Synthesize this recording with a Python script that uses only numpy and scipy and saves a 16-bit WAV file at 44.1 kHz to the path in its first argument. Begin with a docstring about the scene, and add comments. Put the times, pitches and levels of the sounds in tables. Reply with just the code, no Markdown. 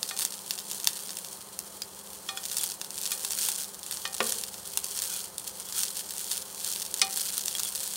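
"""One microphone, close to a thin pan on an electric hob in a small kitchen.
From the start the hob's cooling fan hums underneath and shredded meat fries: steam bubbles burst in the
fat as hiss, crackle and pops. Wooden chopsticks tap the pan once, then toss the meat from about two
seconds on, tapping and scraping the metal so that it rings. Around the middle a low handling rumble
swells. Just after four seconds the pan jolts on the glass top, and again, faintly, at seven."""
import sys
import numpy as np
from scipy import signal
from scipy.fft import rfft, irfft, next_fast_len
from scipy.io import wavfile
from scipy.ndimage import map_coordinates

SR = 44100
rng = np.random.default_rng(int(sys.argv[2]) if len(sys.argv) > 2 else 0)


def waveform_to_disk(signal):
    """Save audio, clipped to [-1, 1], as 16-bit WAV at the path in sys.argv[1]."""
    frames = np.transpose(np.atleast_2d(signal))
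    scaled = np.clip(frames, -1, 1) * 32767
    samples = np.round(scaled).astype(np.int16)
    wavfile.write(sys.argv[1], SR, samples)


N = 351036

# The fan's rushing air. Each row: frequency in Hz, relative level in dB.
AIR_COLOUR = [(18, -46), (30, -11.5), (69, -0.5), (128, -5), (189, -5), (252, -10), (396, -1), (447, -3),
              (527, -2.5), (608, -5.5), (897, -2.5), (2040, -16), (4000, -28.5), (5200, -27), (8800, -120)]
# Blade and motor tones. Each row: frequency in Hz, level in dB.
FAN_TONES = [(176.5, -66.5), (199.6, -63), (224, -76.5), (404, -66), (528.5, -64.5), (882, -69),
             (1059, -70.5), (1235, -72.5)]
# A low handling rumble that swells around the middle. Each row: time in seconds, gain in dB.
HANDLING_RUMBLE = [(0, -12), (1.3, -11), (1.7, -2), (3.3, -2), (4.7, 3), (5.8, 0), (6.2, -1), (7.96, 0)]
# How hard the fat fries. Each row: time in seconds, level in dB.
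FRYING_LEVEL = [(0, -43), (.2, -39), (.35, -42), (.9, -39), (1.26, -41), (1.43, -45), (2.25, -45),
                (2.62, -34), (2.72, -36.5), (2.77, -46), (2.9, -47), (2.95, -39), (3.38, -36), (3.6, -35),
                (3.72, -46), (3.89, -44), (4.17, -40), (4.28, -31.5), (4.53, -42.5), (4.8, -39.5),
                (5.06, -37), (5.23, -38), (5.33, -47.5), (5.45, -42), (5.69, -43), (5.91, -44), (6.1, -41),
                (6.35, -39), (6.51, -43), (6.97, -39), (7.2, -35), (7.5, -38), (7.96, -35)]
# Juice boils off hot metal. Each row: time of the crest in seconds, level in dB, seconds to fall 10 dB.
SPURTS = [(0.101, -39, 0.0466), (.22, -34, 0.05), (.54, -41.5, 0.0671), (.73, -40.5, 0.0236),
          (.9, -40, .04), (1.11, -41, 0.0159), (1.85, -45.5, 0.0068), (2.84, -43.5, 0.06),
          (3.05, -35, 0.0426), (3.13, -35, 0.0549), (3.431, -30, 0.1174), (3.941, -35.5, 0.0921),
          (4.86, -42.5, 0.05), (4.98, -36.5, 0.0616), (5.111, -35.5, 0.1123), (5.469, -36, 0.03),
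          (5.6, -39, 0.03), (5.8, -30, 0.0992), (5.989, -37.5, 0.0946), (6.19, -36, 0.072),
          (6.32, -36, 0.11), (6.7, -33, 0.15), (7.21, -33.5, 0.0817), (7.37, -36, .04), (7.67, -37, 0.05),
          (7.841, -35.5, 0.0523)]
# Frying heard from close by. Each row: frequency in Hz, relative level in dB.
FRYING_COLOUR = [(710, -61.5), (1200, -18), (1440, -9), (2020, -14.5), (2680, -9.5), (3290, -2), (3700, -7),
                 (4310, -0.5), (4860, -3.5), (9410, 0), (10300, -4), (16000, -5)]
# The biggest bubbles. Each row: start in seconds, level in dB, pitch in Hz.
BIG_POPS = [(0.03, -6, 4500), (0.0904, -14.5, 5360), (0.1665, -16.5, 9075), (0.1749, -16, 5700),
            (0.1902, -8.5, 6820), (0.2079, -12, 9480), (0.2202, -12, 6400), (0.2512, -6, 7260),
            (0.2584, -15, 7100), (0.34, -17, 5692), (0.5087, -6, 4600), (0.5885, -15, 4178),
            (0.7139, -12.5, 7030), (0.801, -17, 6130), (0.8444, -9, 8800), (0.8728, 2.5, 4655),
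            (1.0933, -15, 5200), (1.1058, -15, 6300), (1.1709, -14.5, 7150), (1.2472, -17.5, 5810),
            (1.33, -19.5, 6993), (1.5906, -8, 9230), (1.8198, -11, 5400), (2.1324, -17.5, 9870),
            (2.4543, -12, 7703), (2.5696, -8, 8810), (2.5751, -12.5, 5900), (2.5834, -9, 8420),
            (2.6347, -7, 13000), (2.719, -14.5, 5500), (2.8145, -10, 6463), (2.8464, -17, 5477),
            (2.9795, -13, 6710), (3.0146, -11.5, 13000), (3.0556, -12, 5920), (3.0626, -11, 5900),
            (3.1092, -13, 11400), (3.2477, -14.5, 5511), (3.2496, -9, 5719), (3.3073, -11.5, 6490),
            (3.3201, -9.5, 7040), (3.412, -11, 6700), (3.4401, -13, 12750), (3.4873, -2.5, 10900),
            (3.6441, -15.5, 7500), (3.7452, -18.5, 6193), (3.8311, -19, 5600), (3.8643, -17, 8060),
            (3.9113, -10, 10780), (3.9241, -14.5, 5570), (4.1438, -14.5, 7470), (4.2541, -13, 9440),
            (4.3231, -8.5, 7057), (4.4127, -15, 9080), (4.4374, -12.5, 4756), (4.6752, -16, 11050),
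            (4.7739, -2.5, 7978), (4.8437, -11, 7035), (4.9174, -16, 8290), (4.9759, -15, 6800),
            (4.99, -11.5, 6270), (5.0205, -8.5, 8990), (5.0383, -11.5, 8300), (5.3819, -13, 7581),
            (5.477, -14, 6562), (5.7812, -13.5, 6649), (5.8339, -4, 6230), (6.1077, -14, 8450),
            (6.2439, -18, 7500), (6.3155, -9.5, 5238), (6.3212, -12.5, 6943), (6.3782, -12, 8100),
            (6.6463, -13, 8162), (6.7609, -13.5, 4368), (6.8196, -12.5, 6300), (6.9415, -7.5, 5903),
            (6.9736, -16, 6440), (6.9954, -13, 5472), (7.1602, -13.5, 7160), (7.1739, -10, 6898),
            (7.3398, -16.5, 7100), (7.3707, -16, 6700), (7.4585, -10, 8540), (7.4819, -8, 6900),
            (7.5516, -10, 5723), (7.5843, -13, 5500), (7.5963, -9, 7100), (7.6335, -8.5, 6668),
            (7.7512, -12, 6622), (7.7577, -11, 9700), (7.8322, -11, 13000), (7.8762, -13, 11490)]
# The colour of a pop. 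Each row: frequency in Hz, gain in dB.
POP_COLOUR = [(450, -35), (900, -8.5), (2200, -10), (3500, -1.5), (9300, 0), (11000, -2), (16000, -2.5)]
# Echoes off the pan wall and the tiles. Each row: delay in seconds, gain in dB.
NEAR_ECHOES = [(.0011, -8), (.0022, -13), (.0057, -20)]
# Chopstick on pan. Each row: start in seconds, level in dB, brightness in dB per octave,
# contact time in milliseconds, then the gains of pan wall, pan bottom and stick in dB.
TAPS = [(.110, -26, -1.5, 3.1, -7.5, -12, -2), (2.289, -21, -0.5, 0.653, -8, -11, -1),
        (2.373, -21.5, 1.5, 3.1, -19, -19.5, -2.5), (3.117, -16.5, 3, 12, -16, -19.5, -10),
        (4.053, -15.5, -0.57, 5.55, -16.5, -22.5, -26.5), (4.204, -13, -1.84, 10.2, -20.5, -17, -9),
        (7.016, -6, 0.5, 10, -13, -22, -16)]
# Modes of the pan wall, the pan bottom and a wooden stick.
# Each row: frequency in Hz, level in dB, seconds to fall 60 dB.
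WALL_MODES = [(777.4, -17, 0.497), (2179, -16.5, 0.1196), (2456, -2.5, 0.1107), (3460, -12, .12),
              (3754, -6, 0.075), (4235, -6.5, 0.123), (4515, -7.5, 0.158), (5123, -5.5, .08),
              (6017, -9.5, 0.098), (7280, -10.5, 0.066), (7975, -13, 0.102), (9070, -10, 0.069)]
BOTTOM_MODES = [(1183.2, -5, 0.1154), (1347, -10, 0.079), (1835.4, -0.5, 0.1233), (3120, -5, .05)]
STICK_MODES = [(1428.7, -2.5, 0.0195), (3373, -1, 0.0337), (5370, -7, 0.0157), (6826, -9.5, 0.037)]
# Small contacts that ring briefly. Each row: start in seconds, level in dB, pitch in Hz.
PINGS = [(1.821, -25, 4900), (2.6, -31, 3400), (7.551, -25, 3300), (7.656, -30.5, 3380)]
# A stick dragged over the pan bottom. Each row: start in seconds, length in seconds, level in dB.
SCRAPES = [(5.07, .14, -43), (5.74, .09, -44), (5.66, .04, -50), (6.34, .05, -50), (2.34, .04, -48),
           (2.6, .05, -46)]
# The pan jolts on the hob. 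Each row: start in seconds, level in dB.
JOLTS = [(4.204, -24.5), (7.016, -43)]
# Modes of the glass top. Each row: frequency in Hz, level in dB, seconds to fall 60 dB.
GLASS_MODES = [(221, -11, .2), (404, 0, .1), (475, -7, .2), (526, -3, .14), (610, -6, .08), (692, -7, .05),
               (840, -9, .04)]
# The kitchen's reverberation. Each row: frequency in Hz, seconds to fall 60 dB.
KITCHEN_DECAY = [(300, 0.82), (3000, 0.204), (12000, 0.025)]


def amp(db):
    """Decibels to gain."""
    return 10 ** (np.asarray(db) / 20)


def unit(x):
    """Scaled to rms 1."""
    return x / np.sqrt(np.mean(x ** 2) + 1e-20)


def along(points, hz):
    """Reads between (Hz, value) points on a log frequency axis."""
    freqs, values = np.transpose(points)
    return np.interp(np.log(hz + 1), np.log(freqs + 1), values)


def wobble(rate):
    """A smooth random curve, rate knots a second."""
    return map_coordinates(rng.standard_normal(int(N * rate / SR) + 4), [np.arange(N) * rate / SR])


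def coloured(x, spectrum):
    """x through a minimum-phase filter with the given (Hz, dB) shape."""
    size = 2 * next_fast_len(N // 2 + 4096)
    gain = amp(along(spectrum, np.fft.rfftfreq(size, 1 / SR)))
    cepstrum = irfft(np.log(gain + 1e-6), size)
    cepstrum[1:size // 2] *= 2
    cepstrum[size // 2 + 1:] = 0
    return irfft(rfft(x, size) * np.exp(rfft(cepstrum)), size)[:N]


def noise(spectrum):
    """Noise of rms 1 with the given (Hz, dB) shape."""
    return unit(coloured(rng.standard_normal(N), spectrum))


def ring(modes, t, rise_cycles, gain_db=0):
    """Sum of dying modes, each swelling quickly and beating as if with a weaker close twin."""
    out = np.zeros(len(t))
    for (hz, db, t60), extra_db in zip(modes, np.broadcast_to(gain_db, len(modes))):
        envelope = amp(db + extra_db - 60 * t / t60) * (1 - np.exp(-t * hz / rise_cycles))
        beating = 1 + .3 * np.cos(2 * np.pi * (.006 * hz * t + rng.random()))
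        out += envelope * beating * np.sin(2 * np.pi * hz * t)
    return out


def bursts(starts, db, hz, cycles, spray_db, spray_t60, samples):
    """Each burst is a tone dying to 1/e in the given cycles, with a short spray of noise."""
    offsets = np.arange(samples)
    t = offsets / SR
    tone = np.sin(2 * np.pi * hz[:, None] * t) * np.exp(-hz[:, None] * t / cycles)
    spray = amp(spray_db - 60 * t / spray_t60) * rng.standard_normal((len(starts), samples))
    at = (starts * SR).astype(int)[:, None] + offsets
    return np.bincount(at.ravel(), (amp(db)[:, None] * (tone + spray)).ravel(), N + samples)[:N]


def fan(air_db=-53):
    """The cooling fan under the pan: rushing air and slightly unsteady blade and motor tones."""
    t = np.arange(N) / SR
    air = amp(air_db + .175 * wobble(6.5)) * noise(AIR_COLOUR)
    tones = sum(amp(db + 1.63 * wobble(7.7)) * np.sin(2 * np.pi * hz * t + .204 * wobble(3.7))
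                for hz, db in FAN_TONES)
    return air, np.sqrt(2) * tones


def with_handling_rumble(bed, below_hz=170):
    """A low handling rumble, made by sinking and swelling the bass of a bed of noise."""
    deep = signal.lfilter(*signal.butter(2, below_hz, fs=SR), bed)
    gain = amp(np.interp(np.arange(N) / SR, *np.transpose(HANDLING_RUMBLE)))
    return bed + (gain - 1) * deep


def frying_db(rise_over_fall=.8):
    """How hard the fat fries at each sample: its slow heat plus quick spurts of boiling juice."""
    t = np.arange(0, N / SR, .002)
    power = amp(2 * np.interp(t, *np.transpose(FRYING_LEVEL)))
    for crest, db, fall_s in SPURTS:
        drop_db = 10 * np.maximum((crest - t) / rise_over_fall, t - crest) / fall_s
        power += amp(2 * (db - drop_db))
    return np.interp(np.arange(N) / SR, t, 10 * np.log10(power))


def sizzle(level_db, hiss_follows=.892, simmer_db=-52.5):
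    """Hiss of countless tiny bubbles, and a crackle that thickens as the fat fries harder."""
    surge_db = level_db - np.median(level_db)
    hiss = noise(FRYING_COLOUR) * amp(.96 * wobble(30) + 2.14 * wobble(110))
    hiss *= amp(-5 + (hiss_follows - 1) * surge_db)  # the hiss swings less than the crackle
    when, luck, pitch, size = rng.random((4, 6000))
    heard = luck < .42 * amp(1.2 * surge_db[(when * N).astype(int)])
    sizes_db = np.minimum(-5 * np.log(size), 13)  # many small bubbles, few large
    bubbles = bursts(when[heard] * N / SR, sizes_db[heard], 5200 * 2.6 ** pitch[heard],
                     cycles=.7, spray_db=-8, spray_t60=.005, samples=300)
    crackle = amp(-3.5) * unit(coloured(bubbles, FRYING_COLOUR))
    simmer = amp(simmer_db) * noise(FRYING_COLOUR)  # even hiss from under the undisturbed meat
    return simmer + amp(level_db) * (hiss + crackle)


def middling_pops(level_db, mean_db=-18.5, spread_db=2.5):
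    """Random bubbles in rows like BIG_POPS, more of them where the fat fries harder."""
    surge_db = level_db - np.median(level_db)
    when, luck, size, pitch = rng.random((200, 4)).T
    heard = luck < .33 * amp(1.5 * surge_db[(when * N).astype(int)])
    return np.transpose([when * N / SR, mean_db + spread_db * (2 * size - 1), 5000 * 2 ** pitch])[heard]


def pops(level_db):
    """Single steam bubbles burst: pan wall and tiles answer, and thrown droplets fizz on for a moment."""
    starts, db, hz = np.vstack([BIG_POPS, middling_pops(level_db)]).T
    bubbles = bursts(starts, db, hz, cycles=.4975, spray_db=-15.5, spray_t60=.00586, samples=600)
    snaps = amp(5.5) * coloured(bubbles, POP_COLOUR)
    t = np.arange(SR // 10) / SR
    fizz_shape = (1 - np.exp(-t / .004)) * amp(-60 * t / .07)
    fizz_envelope = signal.fftconvolve(abs(snaps), fizz_shape)[:N]
    droplets = amp(-47) * fizz_envelope * noise(POP_COLOUR) * amp(7.9 * wobble(500))
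    echoes = sum(amp(gain_db) * np.pad(snaps, (round(lag * SR), 0))[:N] for lag, gain_db in NEAR_ECHOES)
    return snaps + droplets + echoes


def taps():
    """A stick rattles on the pan for a few milliseconds and sets wall, bottom and itself ringing."""
    out, t = np.zeros(N + SR), np.arange(SR // 2) / SR
    for start, db, brightness, contact_ms, *gains_db in TAPS:
        contact = (1 - np.exp(-t / .000114)) * amp(-20 * t / (contact_ms / 1000))
        band_hz = np.clip(3500 * amp(3.27 * brightness), 800, 9000) * np.array([.4, 1.6])
        chatter = contact * rng.standard_normal(len(t))
        rattle = signal.lfilter(*signal.butter(2, band_hz, "band", fs=SR), chatter)
        tap = rattle / abs(rattle).max()
        for modes, gain_db in zip((WALL_MODES, BOTTOM_MODES, STICK_MODES), gains_db):
            tilt_db = brightness * np.log2(np.array(modes)[:, 0] / 2500)
            spot_db = rng.normal(0, 1.6, len(modes))  # each spot struck favours different modes
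            tap += ring(modes, t, rise_cycles=1.57, gain_db=gain_db + tilt_db + spot_db)
        out[round(start * SR):][:len(t)] += amp(db) * tap
    return out[:N]


def pings():
    """A few small contacts ring briefly on one pitch."""
    return bursts(*np.transpose(PINGS), cycles=24.3, spray_db=-11.5, spray_t60=.0103, samples=2000)


def scrapes():
    """Uneven friction drives the stick and, more weakly, the wall of the pan."""
    t = np.arange(N) / SR
    strokes = sum(amp(db) * np.sin(np.pi * np.clip((t - start) / length, 0, 1))
                  for start, length, db in SCRAPES)
    friction = rng.standard_normal(N) * amp(4.74 * wobble(150))
    ring_t = t[:SR // 10]
    stick = ring(STICK_MODES, ring_t, rise_cycles=.69)
    wall = ring(WALL_MODES, ring_t, rise_cycles=.64, gain_db=-8) * amp(-60 * ring_t / .126)
    return strokes * unit(signal.fftconvolve(friction, stick + wall)[:N])


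def jolts():
    """The pan knocks the glass top, which rings while the pan settles unevenly on it."""
    out, t = np.zeros(N + SR), np.arange(SR // 2) / SR
    for start, db in JOLTS:
        rocking = amp(6.45 * wobble(93.06)[:len(t)] * np.minimum(t / .0293, 1))
        out[round(start * SR):][:len(t)] += amp(db) * rocking * ring(GLASS_MODES, t, rise_cycles=.473)
    return out[:N]


def kitchen(x, delay_samples=240):
    """The small room answers a moment later, its treble dying sooner than its bass."""
    hz, t, spectra = signal.stft(rng.standard_normal(SR // 2), SR, nperseg=256)
    decay = amp(-60 * t / along(KITCHEN_DECAY, hz)[:, None])
    tail = signal.istft(spectra * decay, SR, nperseg=256)[1]
    return signal.fftconvolve(np.pad(x, (delay_samples, 0)), tail / np.linalg.norm(tail))[:N]


def scene():
    """Close to the pan: mostly direct sound, with a little room on the pops and contacts."""
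    level_db = frying_db()
    hits = pops(level_db) + pings() + taps() + jolts() + scrapes()
    cooking = hits + amp(-16.5) * kitchen(hits) + sizzle(level_db)
    air, hum = fan()
    return (cooking + with_handling_rumble(air) + hum)[None]


def record(dry, low_cut_hz=45, port_hz=9300, port_width_hz=1300, top_hz=15800):
    """One small microphone: no deep bass, a port resonance in the treble, nothing above top_hz."""
    hz = np.fft.rfftfreq(N, 1 / SR)
    damping = 1j * hz * port_width_hz
    port = 1 + amp(-6) * damping / (port_hz ** 2 - hz ** 2 + damping)
    low_cut = (1j * hz / (low_cut_hz + 1j * hz)) ** 2
    return irfft(rfft(dry, axis=1) * port * low_cut * (hz < top_hz), N, axis=1)


dry = scene()
out = record(dry)
waveform_to_disk(out)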